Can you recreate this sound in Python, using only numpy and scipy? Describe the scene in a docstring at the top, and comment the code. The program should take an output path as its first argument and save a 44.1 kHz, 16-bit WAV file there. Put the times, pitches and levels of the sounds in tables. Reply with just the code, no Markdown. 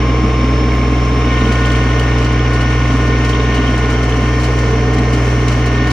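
"""On a field, at the seat of a three-cylinder diesel compact tractor that pulls a disc harrow.
Exhaust, engine orders, gears and belt drive are tones locked to the engine cycle; block, covers, panels,
casing and injector lines are noise, partly repeated each cycle, filtered by resonances or spectra. Just after
a second the drive takes load: the engine sags, the hydraulic pump whines and the soil gushes more unevenly.
Random grains crumble as soil and grate as stones on the discs; edges snap and one disc sings briefly."""
import sys
import numpy as np
from scipy import signal
from scipy.fft import rfft, irfft
from scipy.io import wavfile
from scipy.ndimage import uniform_filter1d

SR = 44100
rng = np.random.default_rng(int(sys.argv[2]) if len(sys.argv) > 2 else 0)


def unload_audio(sound):
    """Save the sound as a 16-bit wav file, at the path given as the first command line argument."""
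    columns = np.transpose(np.atleast_2d(sound))
    # keep every value between -1 and 1, then stretch to whole-number steps
    steps = np.round(np.clip(columns, -1, 1) * 32767)
    wavfile.write(sys.argv[1], SR, steps.astype(np.int16))


N = 261072
TIME = np.arange(N) / SR
FREQ = np.maximum(np.fft.rfftfreq(N, 1 / SR), 1)
CYLINDERS = 3


def undb(db):
    """Logarithmic level: decibels become an amplitude gain."""
    return 10 ** (np.asarray(db) / 20)


def unit(x):
    """Normalisation: scale to rms 1."""
    return x / np.sqrt(np.mean(x ** 2))


def curves(table):
    """Linear interpolation: the columns of a curve table at every sample."""
    s, *columns = np.transpose(table)
    return [np.interp(TIME, s, column) for column in columns]


def walk(rate):
    """Low-passed random process: levels held for 1 / rate s and slewed twice; rms 1."""
    hold = int(SR / rate)
    held = np.repeat(rng.standard_normal(N // hold + 1), hold)
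    slewed = uniform_filter1d(uniform_filter1d(held, hold), hold)
    return unit(slewed[:N])


def slope(points):
    """Spectral envelope: gain at every frequency from (f/Hz, level/dB) points."""
    hz, db = np.transpose(points)
    return undb(np.interp(np.log(FREQ), np.log(hz), db))


def resonances(modes):
    """Modal superposition: damped modes with squared, steep skirts, at half amplitude one width from f."""
    total = 0
    for hz, width, db in modes:
        detuning = hz / width * (FREQ / hz - hz / FREQ)
        total = total + undb(db) / (1 + .5j * detuning) ** 2
    return total


# stereo width: f/Hz, level/dB of the opposed part re the shared part
WIDTH = [(60, -41.5), (150, -48.5), (280, -20.5), (450, -15), (700, -9), (1200, -3.5), (2100, -9),
         (3100, -2), (4300, -5.5), (6000, -3.5), (8500, -10), (10000, -74.5), (13000, -34.5), (15500, -9)]


def radiate(drive, response):
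    """Sum and difference: two excitations coloured alike, one shared, one opposed left to right; rms 1."""
    shared, opposed = rfft(drive) * response
    width = slope(WIDTH)
    pair = np.array([shared + width * opposed, shared - width * opposed])
    return unit(irfft(pair / np.sqrt(1 + width ** 2), N))


def tone(turns, flutter, flutter_hz):
    """Random modulation: a tone of rms 1 that flutters in amplitude and phase."""
    sway = 1 + flutter * (walk(flutter_hz) + 1j * walk(flutter_hz))
    return unit(np.real(sway * np.exp(2j * np.pi * turns)))


def rattle(cycle, repeat, size=2048):
    """Cyclostationary noise: a share of the power returns each engine cycle, early or late; the rest is new."""
    play = .0009  # looseness, engine cycles
    pattern = rng.standard_normal((2, size))
    place = cycle + play * walk(rate=30)
    again = pattern[:, (place * size).astype(int) % size]
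    repeat = np.clip(repeat, 0, 1)
    return np.sqrt(repeat) * again + np.sqrt(1 - repeat) * rng.standard_normal((2, N))


def grains(per_s, spread_db):
    """Poisson impulses: random clicks, many small and a few large; rms 1."""
    sizes = undb(spread_db * np.minimum(rng.exponential(size=(2, N)), 5))
    struck = rng.random((2, N)) < per_s / SR
    return unit(struck * sizes * rng.choice([-1, 1], (2, N)))


def burst(start, rise, decay):
    """Exponential transient: an envelope that swells quickly and dies away; times in s."""
    age = np.maximum(TIME - start, 0)
    return (1 - np.exp(-age / rise)) * np.exp(-age / decay)


def loaded():
    """Load step: the share, 0-1, that the drive takes up once and keeps."""
    start_s, rise_s = 1.2, 0.12
    return np.clip((TIME - start_s) / rise_s, 0, 1)


# octave of the firing tone: t/s, level/dB
OCTAVE = [(0, -18.5), (1.1, -18.5), (1.7, -16.5), (3.1, -16), (3.55, -19), (5.5, -15), (5.85, -17.5)]


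def exhaust(cycle):
    """Harmonic series: a muffler passes one smooth pressure swing per firing, a fundamental and two overtones."""
    lag = .155  # engine cycles
    angle = 2 * np.pi * CYLINDERS * (cycle - lag)
    firing_db = -14.5 - 0.33 * TIME  # fades slowly, dB per s
    octave_db, = curves(OCTAVE)
    third_db = -37.0
    total = 0
    for k, db in enumerate([firing_db, octave_db, third_db], start=1):
        total = total + undb(db) * np.cos(k * angle)
    return -np.sqrt(2) * total


# steady engine tones: multiple of the four-stroke cycle rate, level/dB at the start, drift/(dB per s)
ENGINE_TONES = [(2, -47, -3.5), (4, -48, -1), (7, -46, 1), (9, -42, -0.5), (12, -31.5, -0.5), (17, -40, -1),
                (18, -39, -1), (19, -45, -1.5), (20, -37.5, 1.3), (21, -32.5, -1.5), (22, -36, -1),
                (23, -41.5, -1), (24, -46, -0.5), (26, -38.5, -0.5), (28, -47.5, -1.5), (29, -50, 0),
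                (30, -42, 0.5), (36, -42, 1.5), (46, -48.5, 0)]


def hum(cycle):
    """Engine orders: unequal cylinders fill in the orders between the firing tones."""
    total = 0
    for k, db, drift in ENGINE_TONES:
        order = tone(k * cycle, flutter=.27, flutter_hz=7)
        total = total + undb(db + drift * TIME) * order
    return total


# howl of the alternator in the cowl: t/s, level/dB before its two shares
HOWL = [(0, -27.5), (2.2, -27.5), (2.8, -30.5), (3.5, -26.5), (3.95, -26), (4.25, -28), (4.65, -23),
        (5.45, -27), (5.9, -30.5)]
# cowl resonances: f/Hz, width/Hz, relative level/dB
COWL_MODES = [(436.5, 62, -0.5), (560, 40, -12.5), (713, 240, -15)]


def belt_drive(cycle):
    """Fixed drive ratios: fan and alternator sing in step with the engine, the cowl resonates, poles whistle."""
    fan_ratio, alternator_ratio = 15.28, 22.27  # tone periods per engine cycle
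    fan = tone(fan_ratio * cycle, flutter=0.06, flutter_hz=7.5)
    blades = tone(alternator_ratio * cycle, flutter=.25, flutter_hz=12)
    air = radiate(rattle(cycle, repeat=0.076), resonances(COWL_MODES))
    poles = tone(8 * alternator_ratio * cycle, flutter=.2, flutter_hz=20)
    howl = undb(curves(HOWL)[0]) * (undb(-3.5) * blades + undb(-1.5) * air)
    return undb(-26.3) * fan + howl + undb(-48 - 6 * loaded()) * poles


# diesel knock of each cylinder: place in the cycle 0-1, relative level/dB
KNOCKS = [(.02, -5.5), (.29, -12), (.69, -9.5)]


def knocks(cycle, rise=0.027, decay=0.17, scatter_db=2.0):
    """Periodic impulses: an envelope with one knock per cylinder, each of random strength; in cycles, rms 1."""
    total = 0
    for place, db in KNOCKS:
        turn, age = np.divmod(cycle - place + 1, 1)
        scatter = rng.standard_normal(N)[turn.astype(int)]
        strength = undb(db + scatter_db * scatter)
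        total = total + strength * (1 - np.exp(-age / rise)) * np.exp(-age / decay)
    return unit(total)


# block resonances: f/Hz, width/Hz, relative level/dB
BLOCK_MODES = [(2285, 190, 0), (2165, 90, -7), (2920, 150, -10)]


def block(cycle, knock):
    """Forced modal vibration: each combustion pings the block."""
    drive = rattle(cycle, repeat=0.56) * (knock + 0.55)
    return undb(-34.0) * radiate(drive, resonances(BLOCK_MODES))


# how hard the harrow drags: t/s, share 0-1
DRAG = [(1.1, 0.05), (1.35, 1), (1.65, 0.84), (2.3, 0.68), (3.55, 0.96), (4.45, 0.2), (5.1, 0.2),
        (5.55, 0.5), (5.85, 1)]
# cover resonances: f/Hz, width/Hz, relative level/dB
COVER_MODES = [(1110, 42, 2), (2178, 140, -3.5), (2522, 55, -3.5), (2747, 97, -4.5), (2910, 59, -1.5),
               (3113, 260, -7.5), (3605, 120, -12.5)]


def covers(cycle, knock):
    """Amplitude modulation: covers clatter with crank and knock, louder as the harrow drags."""
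    drag, = curves(DRAG)
    level_db = -35 - 0.74 * TIME + 9.5 * drag
    crank = np.cos(4 * np.pi * cycle)  # two turns per cycle
    chatter = undb(2 * walk(rate=220))
    drive = rattle(cycle, repeat=0.39) * (1 + 0.12 * crank) * (1 + 0.7 * knock) * chatter
    return undb(level_db) * radiate(drive, resonances(COVER_MODES))


# level of the booming panels: t/s, level/dB before the swells
BOOM = [(0, -22.5), (1.5, -22), (2.1, -23), (2.75, -25.5), (3.05, -22.5), (4.3, -23.5), (5, -24),
        (5.9, -22)]
# random swells of the low boom: t/s, extra level/dB
BOOM_SWELLS = [(.25, 6), (.64, 5), (.8, 4.5), (1.25, 3.5), (1.46, 5.5), (2.95, 4), (3.1, 3.5), (5.0, 6)]
# panel resonances: f/Hz, width/Hz, relative level/dB
BODY_MODES = [(229.2, 25, 6.5), (259.5, 27.4, 11)]


def panels(cycle):
    """Low-order panel modes: noise makes the panels boom with a thump once a cycle, and the noise swells by chance."""
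    swell_s = 0.045  # half length
    level_db, = curves(BOOM)
    for s, db in BOOM_SWELLS:
        level_db = level_db + db * np.exp(-((TIME - s) / swell_s) ** 2)
    thump = unit(1 + .8 * np.exp(-((cycle + .22) % 1) / .14))
    return undb(level_db) * radiate(rattle(cycle, repeat=0.2) * thump, resonances(BODY_MODES))


# casing spectrum: f/Hz, relative level/dB
CASING = [(30, -4.5), (150, 0.5), (330, -15.5), (560, -2), (750, -2), (860, -7), (1120, -2), (1400, -8),
          (1600, -8), (1760, -10), (2500, -13.5), (3150, -15), (3700, -24.5), (4700, -23.5), (6200, -28.5),
          (9000, -45), (15000, -56.5)]


def casing(cycle):
    """Broadband structure-borne sound: the casing clatters, swaying slightly with the crank."""
    crank = np.cos(4 * np.pi * cycle)
    drive = rattle(cycle, repeat=0.21) * (1 + 0.048 * crank)
    return undb(-24.0) * radiate(drive, slope(CASING))


# injector line resonances: f/Hz, width/Hz, relative level/dB
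INJECTOR_MODES = [(4270, 150, -5.5), (4540, 90, -10), (5315, 60, -1), (5510, 50, -2), (5735, 110, 1),
                  (6040, 60, -6), (6270, 110, -4), (6660, 90, -9)]


def injectors(cycle):
    """High-frequency line modes: the injector lines clatter, 3 dB louder under load."""
    lines = radiate(rattle(cycle, repeat=0.25), resonances(INJECTOR_MODES))
    return undb(-42 + 3 * loaded()) * lines


def engine(cycle):
    """Common excitation: the same combustion knocks drive block and covers; panels, casing and lines join."""
    knock = knocks(cycle)
    return block(cycle, knock) + covers(cycle, knock) + panels(cycle) + casing(cycle) + injectors(cycle)


# timing gear whine: t/s, level/dB
TIMING = [(0, -28), (1.0, -28), (1.5, -27.5), (1.85, -29.5), (2.1, -32), (2.5, -30), (2.75, -32),
          (2.9, -29), (3.1, -30.5), (3.37, -28.5), (3.9, -30.5), (4.08, -34), (4.3, -31), (4.6, -32.5),
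          (5.3, -34), (5.9, -33.5)]


def timing_gear(cycle):
    """Tooth-mesh frequency: the timing gear sings once per tooth."""
    teeth = 52  # per engine cycle
    return undb(curves(TIMING)[0]) * tone(teeth * cycle, flutter=0.033, flutter_hz=22)


# gear, injection and alternator whines (orders 112 and 134 are the alternator's 5th and 6th harmonics):
# multiple of the cycle rate, level/dB running free, level/dB under load
GEAR_TONES = [(54, -43, -43), (58, -40, -46), (60, -46, -46), (84, -54, -49), (91, -47, -45),
              (93, -54, -44), (104, -48, -43.5), (108, -49, -44), (112, -42, -45), (128, -54, -53),
              (134, -48, -60), (144, -53, -49), (180, -50, -55)]


def gears(cycle):
    """Load-dependent whines: gears, injection and the alternator's harmonics whine throughout and change voice
    under load."""
    load = loaded()
    total = 0
    for k, free_db, loaded_db in GEAR_TONES:
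        mesh = tone(k * cycle, flutter=.18, flutter_hz=25)
        total = total + undb(free_db + load * (loaded_db - free_db)) * mesh
    return total


# two thin whines: multiple of the cycle rate -> curve of t/s, level/dB
RINGING_TONES = {156: [(0, -47), (1.2, -46), (1.6, -55), (3.4, -53), (3.6, -46), (4.0, -40), (4.25, -41),
                 (4.45, -49), (4.7, -45), (5.5, -46), (5.9, -52)], 260: [(0, -43.5), (.3, -44), (.5, -41),
                 (.65, -42), (.8, -44.5), (1.1, -44.5), (1.26, -42.5), (1.36, -50), (3.0, -51), (3.4, -60)]}


def ringing(cycle):
    """High engine orders: two thin whines swell and fade."""
    total = 0
    for k, level in RINGING_TONES.items():
        total = total + undb(curves(level)[0]) * tone(k * cycle, flutter=.14, flutter_hz=40)
    return total


# level of the soil that flows over the discs: t/s, level/dB
SOIL_FLOW = [(0, -39.5), (1.15, -36.5), (1.3, -38.5), (1.55, -34), (1.85, -36), (2.3, -40.5), (3.0, -36.5),
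             (3.3, -38.5), (4.2, -36.5), (4.65, -36.5), (4.85, -40.5), (5.05, -39), (5.25, -32), (5.6, -37),
             (5.8, -41.5)]
# soil spectrum: f/Hz, relative level/dB
CRUNCH = [(400, -6), (1400, 4), (2700, 3), (3100, 2), (3900, -7), (5100, -7.5), (5750, -4.5), (6800, -7),
          (8500, -8.5), (10500, -10.5), (12500, -16.5), (15500, -19)]


def soil():
    """Granular noise: soil crumbles along the discs in gushes that deepen under load."""
    gush = undb((.4 + .8 * loaded()) * walk(rate=22))
    crumbs = grains(per_s=22000, spread_db=2) * gush
    return undb(curves(SOIL_FLOW)[0]) * radiate(crumbs, slope(CRUNCH))


# hard combustions: t/s, block ring relative level/dB, cover crack relative level/dB
HARD_KNOCKS = [(.718, -13, -36), (0.813, -18, -39), (1.303, -21, -29), (1.355, -23, -33), (1.454, -23, -31),
               (1.505, -18.5, -38), (1.553, -21, -28), (1.649, -26.5, -22), (1.702, -23, -23),
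               (1.75, -15, -28), (1.798, -25, -34), (1.849, -26, -35), (1.996, -30, -26), (2.292, -24, -33),
               (2.343, -20, -32), (2.393, -23, -28), (2.74, -14.5, -36), (2.816, -16.5, -32),
               (3.135, -19.5, -33.5), (3.331, -23, -24), (3.578, -16, -25), (3.677, -24.5, -29),
               (4.121, -23, -25)]
# crack resonances of the covers: f/Hz, width/Hz, relative level/dB
CRACK_MODES = [(3050, 220, 1), (3280, 250, -13)]


def hard_knocks():
    """Impulse response: hard firings, most often just after the load comes on, ring the block and crack covers."""
    ring, crack = 0, 0
    for s, ring_db, crack_db in HARD_KNOCKS:
        blow = burst(s, rise=.0013, decay=.005)
        ring = ring + undb(ring_db) * blow
        crack = crack + undb(crack_db) * blow
    block_tone = tone(2250 * TIME, flutter=.3, flutter_hz=400)  # Hz
    cover_noise = radiate(rng.standard_normal((2, N)), resonances(CRACK_MODES))
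    return undb(-0.5) * ring * block_tone + undb(5.5) * crack * cover_noise


# stones snapping against a disc's edge: t/s, level/dB
CRACKS = [(.753, -41), (1.976, -45), (1.996, -39.5), (5.659, -39)]


def snaps():
    """Broadband impact: stones snap against a disc's edge as short bursts of white noise."""
    envelope = sum(undb(db) * burst(s, rise=.0002, decay=0.0066) for s, db in CRACKS)
    return envelope * rng.standard_normal((2, N))


# pump whine: piston harmonic -> curve of t/s, level/dB
PUMP_WHINE = {4: [(1.17, -60), (1.26, -35), (1.5, -29.5), (1.68, -28), (1.77, -31.5), (2.0, -30.7),
              (2.35, -33.5), (2.58, -28.7), (2.85, -32.5), (3.15, -31), (3.28, -34), (3.5, -31),
              (4.0, -31.3), (4.15, -36), (4.3, -31.5), (4.41, -41), (4.58, -34.5), (5.13, -42), (5.3, -37),
              (5.55, -37), (5.85, -30.7)], 5: [(1.05, -55), (1.2, -37.5), (1.36, -30.5), (1.5, -32),
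              (1.65, -27), (1.85, -31.5), (2.08, -29), (2.25, -35), (2.6, -30.8), (3.0, -32.5), (3.2, -28),
              (3.38, -33.5), (3.52, -26.3), (3.63, -31.5), (4.2, -34.5), (4.36, -29.5), (4.46, -35.5),
              (4.55, -29.7), (4.73, -36.5), (4.9, -31.8), (5.55, -35), (5.8, -27)]}


def pump(cycle):
    """Flow ripple: the pump's pistons whine in two harmonics of the stroke rate once the load comes on."""
    strokes = 18  # per engine cycle
    total = 0
    for k, level in PUMP_WHINE.items():
        total = total + undb(curves(level)[0]) * tone(k * strokes * cycle, flutter=.14, flutter_hz=40)
    return total


def grit(per_s, spread_db, decay):
    """Shot noise: an envelope of pebbles that tick on the discs at random moments; rms 1."""
    age = np.arange(SR // 10) / SR
    hits = np.abs(grains(per_s, spread_db)[0])
    return unit(signal.fftconvolve(hits, np.exp(-age / decay))[:N])


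# larger stones scraping the discs: t/s, relative level/dB, decay/s
STONES = [(1.521, -40, .02), (1.655, -39, 0.02), (1.716, -38, 0.015), (1.755, -41, .012),
          (1.995, -37.5, .016), (2.182, -41, 0.009), (2.246, -40, .014), (2.32, -40, .014),
          (2.532, -38.5, .016), (2.607, -40, 0.016), (3.245, -40, 0.016), (3.288, -36, .014),
          (3.543, -37, 0.014), (3.777, -37.5, 0.016), (3.899, -39.5, 0.023), (4.03, -41, 0.012),
          (4.093, -39, .012), (4.16, -43, .014), (4.398, -41, 0.02), (4.433, -35.5, 0.022),
          (4.587, -41, .025), (4.935, -41, .02), (4.982, -41.5, .012), (5.13, -39.5, 0.025),
          (5.48, -35, .02), (5.524, -38, .018), (5.659, -38, 0.018), (5.871, -37.5, 0.008),
          (5.904, -32, 0.019)]
# disc resonances: f/Hz, width/Hz, relative level/dB
DISC_MODES = [(2990, 210, 10.5), (4310, 1100, 0), (5470, 2400, -2.5), (7600, 2700, -13.5)]


def stones():
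    """Friction-excited modes: pebbles under load and larger stones grate on the steel discs."""
    pebbles = loaded() * undb(-43.5) * grit(per_s=140, spread_db=1.0, decay=.016)
    scrape = sum(undb(db) * burst(s, rise=0.00091, decay=decay) for s, db, decay in STONES)
    grating = grains(per_s=14000, spread_db=1.5)
    skips = undb(2 * walk(rate=260))
    envelope = pebbles + undb(9.0) * scrape * skips
    return envelope * radiate(grating, resonances(DISC_MODES))


# a stone sets a disc singing: t/s, f/Hz, level/dB, decay/s
SQUEAL = (4.345, 5300, -31.5, .035)


def squeal():
    """Friction-driven oscillation: a stone rubs along one disc and makes it sing briefly."""
    s, hz, db, decay = SQUEAL
    return undb(db) * burst(s, rise=.012, decay=decay) * tone(hz * TIME, flutter=.8, flutter_hz=200)


# engine speed, sagging under load while the governor hunts: t/s, firing rate f/Hz
SPEED = [(0.0, 61.27), (0.28, 61.39), (0.44, 61.16), (0.84, 61.39), (1.28, 61.19), (1.4, 60.59),
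         (1.96, 60.86), (2.2, 60.67), (3.04, 60.61), (3.36, 60.96), (4.12, 60.2), (4.52, 60.92),
         (4.64, 60.3), (4.8, 60.28), (4.92, 61.01), (5.04, 60.98), (5.16, 60.4), (5.91, 60.81)]


def scene():
    """Phase integration: engine speed turns every rotating part; the harrow follows behind."""
    firing_hz, = curves(SPEED)
    cycle = np.cumsum(firing_hz) / SR / CYLINDERS
    machine = exhaust(cycle) + hum(cycle) + belt_drive(cycle) + engine(cycle) + hard_knocks()
    whines = timing_gear(cycle) + gears(cycle) + ringing(cycle) + pump(cycle)
    harrow = soil() + snaps() + stones() + squeal()
    return machine + whines + harrow


# stereo image, opposed in the high treble: f/Hz, left lead/rad, left minus right level/dB
STEREO_IMAGE = [(150, 0, 0), (600, 0, -1.5), (1050, -.4, .5), (1460, .4, .5), (1810, -.1, 0),
                (2200, .2, .5), (2850, 1.1, -.5), (3600, 1, 0), (4300, -.1, 0), (5100, .3, 0),
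                (6000, 1.3, 0), (7500, 2.2, 0), (9500, np.pi, 0)]


def record(dry):
    """Interchannel differences: the channels differ in phase and level; a low-pass cuts the top."""
    top_hz = 15800
    hz, *columns = np.transpose(STEREO_IMAGE)
    lead, balance_db = (np.interp(np.log(FREQ), np.log(hz), column) for column in columns)
    half = np.array([[.5], [-.5]])  # shared equally, left up and right down
    fade = np.minimum(np.minimum(TIME, TIME[::-1]) / .003, 1)
    spectrum = rfft(dry * fade) * undb(half * balance_db) * np.exp(1j * half * lead)
    low_pass = signal.ellip(8, .2, 70, top_hz, fs=SR, output="sos")
    return signal.sosfilt(low_pass, irfft(spectrum, N))


dry = scene()
out = record(dry)
unload_audio(out)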